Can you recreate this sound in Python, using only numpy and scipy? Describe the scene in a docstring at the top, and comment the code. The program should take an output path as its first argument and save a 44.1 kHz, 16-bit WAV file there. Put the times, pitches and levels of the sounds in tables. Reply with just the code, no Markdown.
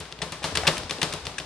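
"""A leather speed bag is punched against its round overhead platform, a metre away in a hard-walled gym.
Over a faint rumble and hum, the bag slaps the board; the impact excites the board's modes, the room
reverberates and the frame booms. Light leather clicks follow, and on each swing friction in the metal
swivel makes a rasp just before the next slap. Fists land as dull, damped knocks. The rebounds, about
nine a second, grow toward the middle and weaken again; reverberation carries each into the next."""
import sys
import numpy as np
from scipy import signal
from scipy.fft import rfft, irfft
from scipy.io import wavfile

SR = 44100
rng = np.random.default_rng(int(sys.argv[2]) if len(sys.argv) > 2 else 0)


def master(y):
    """Save y as 16-bit WAV."""
    cut = np.clip(np.atleast_2d(y).T, -1, 1)
    pcm = np.round(cut * 32767)  # scale
    wavfile.write(sys.argv[1], SR, pcm.astype(np.int16))


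N = 63945
T = np.arange(N) / SR

# Rebounds off the board. Each row: start in seconds, then relative levels in dB of the leather slap,
# its treble snap, the board's ring, its woody thump and the spill into the room.
REBOUNDS = [(.0025, -33, -11, -14, -12, -14), (0.1245, -15.5, -19, -20, -22, -44),
            (0.2229, -15, -22, -6.5, -4, -12), (0.322, -19, -8.5, -16, -8, -11.5),
            (0.4417, -8.5, -7.5, -8, -2, -3), (0.5729, -0.5, 1, -8.5, 0, -5.5),
            (.6765, 7, -21, 0.5, 6.5, -0.5), (0.7806, -13, -6, -12, -15, -16.5),
            (.9093, -4.5, -6.5, -10.5, -14, -7.5), (1.0300, -1.5, 1.5, -4, 1.5, -6.5),
            (1.1368, -13.5, -5, -12, -8.5, -12), (1.2684, -9.5, -11, -16, -17, -12.5),
            (1.4003, -16, -33, -17, -12, -22)]
# Light leather clicks: the bright edge of fist contacts and small after-slaps of the bag.
# Each row: start in seconds, level in dB.
LEATHER_CLICKS = [(0.054, -26), (0.1898, -22.5), (.514, -36), (0.6348, -23), (0.6786, -6), (0.688, -12),
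                  (0.696, -10.5), (0.834, -19), (0.937, -25), (.985, -21), (1.343, -27.5)]
# Reflections of the slap from board and frame. Each row: delay in seconds, gain.
SLAP_ECHOES = [(.0013, -.4), (.0025, .45)]
# Spectra of slap, snap and thump. Each row: frequency in Hz, gain in dB.
SLAP_SPECTRUM = [(60, -3), (300, -5), (900, -2.5), (1800, 0), (2300, -1), (2850, 2), (3700, -1),
                 (5000, -0.5), (7000, -11.5), (9000, -11), (12000, -21), (15500, -56)]
SNAP_SPECTRUM = [(3000, -53), (6500, -8.5), (10000, -3.5), (12500, -19), (15500, -32)]
THUMP_SPECTRUM = [(30, -20), (70, -27), (150, -2.5), (240, -8), (430, 0.5), (650, -2), (950, -2.5),
                  (1600, -5), (3500, -5), (9000, -20.5), (15000, -70)]
# Modes of board and bag. Each row: frequency in Hz, level in dB, time to fall 60 dB in seconds.
BOARD_MODES = [(96, -16, .2), (141.5, -6, 0.079), (159.7, -3.5, 0.23), (183, -5, 0.15),
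               (306.6, -11.5, 0.21), (338.4, -11, 0.22), (429.4, -5, 0.15), (507, -6.5, 0.19),
               (616, -11, 0.42), (902, -9.5, 0.14), (1048, -10, 0.3), (1200, -40, 0.085)]
# Reverberation of the gym. Each row: frequency in Hz, time to fall 60 dB in seconds.
ROOM_T60 = [(60, 1.54), (200, 1.01), (600, 0.74), (2000, 0.62), (5000, 0.68), (12000, 0.48)]
# Spectra of reverberation, steady rumble and their stereo spread. Each row: frequency in Hz, gain in dB.
ROOM_SPECTRUM = [(25, -17), (42, -10), (60, -4.5), (160, 0.5), (240, -4), (450, -1.5), (1000, -2),
                 (2000, -6.5), (3600, -6.5), (5200, -9.5), (7000, -15.5), (9000, -15.5), (11500, -26.5),
                 (14000, -44.5), (15500, -57)]
RUMBLE_SPECTRUM = [(20, -21), (40, -21), (58, 0), (90, 2.5), (160, -13), (260, -5), (600, -8.5),
                   (1500, -11), (4000, -15), (9000, -30.5), (12000, -47), (14000, -48), (15500, -70)]
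SPREAD_SPECTRUM = [(100, -31), (400, -34), (1000, -12.5), (2200, -4.5), (4400, -1), (9000, 3)]
# Booms of the swaying frame. Each row: start in seconds, level in dB.
BOOMS = [(.006, -4), (.205, -19), (0.314, -4), (.535, 5.5), (0.576, 2.5), (0.63, 3.5), (0.673, 0),
         (0.782, -1), (0.842, -0.5), (1.141, -11), (1.256, -0.5)]
# Rasps of the swivel. Each row: start in seconds, level in dB, length in seconds.
RASPS = [(0.114, -27, 0.0053), (.2168, -8.5, 0.0063), (0.306, -43, 0.0048), (0.427, -17.5, 0.0096),
         (0.552, -1, 0.0053), (0.668, -0.5, .011), (0.767, -11.5, 0.0037), (0.8944, -12, .007),
         (1.015, -1, 0.0057), (1.1240, -10.5, 0.0056), (1.2520, -12.5, 0.0048), (1.3811, -8.5, 0.0081)]
# Resonances of the swivel. Each row: frequency in Hz, bandwidth in Hz, gain in dB.
SWIVEL_RESONANCES = [(1090, 150, -3), (1810, 266, 2), (2550, 486, 3), (3520, 220, 0), (4900, 380, -4),
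                     (5920, 93, -7.5), (7800, 320, -9), (8570, 240, -8.5)]
# Overall spectral shape of the rasp. Each row: frequency in Hz, gain in dB.
RASP_SPECTRUM = [(150, -19), (600, -1.5), (3000, -2.5), (9000, -1), (10500, -10), (13000, -35)]
# Knocks of fist on bag. Each row: start in seconds, level in dB, decay in seconds, resonance in Hz.
KNOCKS = [(0.187, -8.5, 0.0061, 172), (0.204, -13.5, 0.0062, 503), (0.263, -10, 0.0044, 456),
          (0.419, -13.5, 0.0089, 610), (0.442, -3, 0.0083, 890), (.518, -10, 0.016, 334),
          (0.633, 2, 0.0043, 915), (.643, -7, .005, 870), (.650, -2, 0.011, 910), (.681, 4.5, 0.011, 440),
          (.747, -7, .004, 580), (.834, -15, 0.0077, 610), (0.984, -10, 0.018, 322)]
# Balance of direct and of diffuse sound. Each row: frequency in Hz, left over right in dB.
DIRECT_BALANCE = [(100, 3.5), (400, 4), (1200, 4), (4400, 5), (8500, 2), (14000, -1)]
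ROOM_BALANCE = [(100, 4), (400, 3.5), (1000, 6), (2200, 3.6), (4400, 3.5), (8500, -0.2), (13000, 0.5)]


def amp(db):
    """Amplitude ratio of a level in decibels."""
    return 10 ** (np.asarray(db) / 20)


def curve(points, hz):
    """Interpolation of (Hz, value) points on a logarithmic frequency axis."""
    p = np.array(points, float)
    return np.interp(np.log(hz + 1), np.log(p[:, 0]), p[:, 1])


def colour(x, spectrum):
    """Minimum-phase filtering: folding the cepstrum makes the (Hz, dB) response causal."""
    cepstrum = irfft(np.log(amp(curve(spectrum, np.fft.rfftfreq(2 * N, 1 / SR)))))
    cepstrum[1:N] *= 2
    cepstrum[N + 1:] = 0
    return irfft(rfft(x, 2 * N) * np.exp(rfft(cepstrum)))[..., :N]


def weigh(x, response):
    """Linear filtering: the spectrum is multiplied by a function of frequency."""
    return irfft(rfft(x, 2 * N) * response(np.fft.rfftfreq(2 * N, 1 / SR)))[..., :N]


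def resonance(f, hz, width):
    """Response of a damped oscillator, unity at its natural frequency."""
    return 1j * f * width / (hz ** 2 - f ** 2 + 1j * f * width)


def late(x, s):
    """A pure delay of s seconds."""
    k = int(np.clip(round(s * SR), 0, N - 1))
    return np.concatenate([np.zeros(k), x[:N - k]])


def swell(attack_s, decay_s):
    """Exponential rise and decay with the given time constants."""
    return (1 - np.exp(-T / attack_s)) * np.exp(-T / decay_s)


def noise():
    """Gaussian white noise."""
    return rng.standard_normal(N)


def stereo(mid, side=0, balance=DIRECT_BALANCE, lag_s=.00002):
    """Level and time differences give direction: the left is mostly louder and slightly earlier."""
    left = weigh(mid + side, lambda f: amp(curve(balance, f) / 2))
    right = weigh(mid - side, lambda f: amp(-curve(balance, f) / 2) * np.exp(-2j * np.pi * f * lag_s))
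    return np.array([left, right])


def leather_slaps(ring_hz=3670, ring_s=.00023, crackle_s=.0036):
    """Brief impacts have broad spectra: each slap or click of leather is a pulse, echoes and crackle."""
    pulse = (T == 0) + .34 * np.exp(-T / ring_s) * np.cos(2 * np.pi * ring_hz * T)
    pulse = amp(3.5) * (pulse + sum(gain * late(pulse, s) for s, gain in SLAP_ECHOES))
    hits = [row[:2] for row in REBOUNDS] + LEATHER_CLICKS
    direct = sum(amp(db) * late(pulse, s) for s, db in hits)
    snap = sum(amp(db) * late(pulse, s) for s, _, db, *_ in REBOUNDS)
    crackle = amp(-16.5) * sum(amp(db) * late(np.exp(-T / crackle_s), s) for s, db in hits)
    mid = colour(direct + crackle * noise(), SLAP_SPECTRUM) + colour(snap, SNAP_SPECTRUM)
    side = colour(.37 * crackle * noise(), SLAP_SPECTRUM)
    return stereo(mid, side)


def board(attack_s=.0005, wall_delay_s=.006976):
    """Free vibration: each rebound thumps the board and rings its modes; a wall reflects the ring."""
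    rings, thump_envelope = np.zeros(N), np.zeros(N)
    for s, _, _, ring_db, thump_db, _ in REBOUNDS:
        detune = 1 + .0066 * rng.standard_normal(len(BOARD_MODES))
        ring = sum(amp(db) * np.exp(-np.log(1000) * T / t60) * np.cos(2 * np.pi * hz * ratio * T)
                   for (hz, db, t60), ratio in zip(BOARD_MODES, detune))
        rings += amp(ring_db) * late(ring * (1 - np.exp(-T / attack_s)), s)
        thump_envelope += amp(thump_db) * late(swell(attack_s=.0021, decay_s=.0096), s)
    rings = rings + .45 * late(rings, wall_delay_s)
    thumps = colour(thump_envelope * noise(), THUMP_SPECTRUM)
    return stereo(amp(-25.5) * rings + amp(-10) * thumps)


def gym(attack_s=.0052, rasp_spill_db=-3.5):
    """In a diffuse field energies add: rebounds and rasps decay band by band over a steady rumble."""
    spills = [(s, db) for s, *_, db in REBOUNDS] + [(s, db + rasp_spill_db) for s, db, _ in RASPS]
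    energy = sum(amp(db) ** 2 * late(1. * (T == 0), s) for s, db in spills)
    early_reflections = swell(attack_s, decay_s=.0085)
    air, field = np.array([noise(), noise()]), 0
    for hz, t60 in ROOM_T60:
        decay = swell(attack_s, t60 / np.log(1000)) + early_reflections
        envelope = np.sqrt(np.abs(signal.fftconvolve(energy, decay ** 2)[:N]))
        band = [(centre, 1. * (centre == hz)) for centre, _ in ROOM_T60]
        field = field + envelope * weigh(air, lambda f: curve(band, f))
    rumble = colour(np.array([noise(), noise()]), RUMBLE_SPECTRUM)
    mid, side = amp(-17) * colour(field, ROOM_SPECTRUM) + amp(-30.5) * rumble
    side = weigh(side, lambda f: amp(curve(SPREAD_SPECTRUM, f)))
    return stereo(mid, side, ROOM_BALANCE)


def frame(boom_hz=81, hum_hz=58.9):
    """Damped oscillation: the mounting booms briefly as the bag tugs at it, over a steady low hum."""
    boom = swell(attack_s=.009, decay_s=.013) * np.sin(2 * np.pi * boom_hz * T)
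    booms = sum(amp(db) * late(boom, s) for s, db in BOOMS)
    hum = np.sin(2 * np.pi * (hum_hz * T + rng.random()))
    return stereo(amp(-26.5) * booms + amp(-53) * hum)


def swivel_rasps(attack_s=.0015, release_s=.0015):
    """Friction excites resonance: the joint scrapes unevenly and its metal colours the noise."""
    rise = np.minimum(T / attack_s, 1)
    envelope = sum(amp(db) * late(rise * np.exp(-np.maximum(T - length, 0) / release_s), s)
                   for s, db, length in RASPS)
    roughness = amp(1.5 * np.repeat(noise(), 16)[:N])  # a new random level every 16 samples
    friction = amp(-8.5) * envelope * roughness * np.array([noise(), .3 * noise()])
    metal = lambda f: sum(amp(db) * resonance(f, hz, width) for hz, width, db in SWIVEL_RESONANCES)
    mid, side = colour(weigh(friction, metal), RASP_SPECTRUM)
    return stereo(mid, side)


def fist_knocks(attack_s=.00072, relative_width=.6, dull_hz=4500):
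    """Soft contact gives little treble: each knock is a noise burst in one broad, damped resonance."""
    knocks = 0
    for s, db, decay_s, hz in KNOCKS:
        burst = late(swell(attack_s, decay_s), s) * noise()
        lowpass = lambda f: 1 / (1 + .5j * f / hz) / (1 + 1j * f / dull_hz)
        knocks += amp(db) * weigh(burst, lambda f: resonance(f, hz, relative_width * hz) * lowpass(f))
    return stereo(amp(-5) * knocks)


def scene():
    """Superposition: the pressures of all the sources and of the room add."""
    return leather_slaps() + swivel_rasps() + board() + frame() + fist_knocks() + gym()


def record(dry, ceiling=.8, cutoff_hz=15600):
    """Hard clipping limits the highest peaks, and a steep low-pass filter removes the top treble."""
    lowpass = signal.ellip(8, .2, 80, cutoff_hz, fs=SR, output="sos")
    return signal.sosfilt(lowpass, np.clip(dry, -ceiling, ceiling))


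dry = scene()
out = record(dry)
master(out)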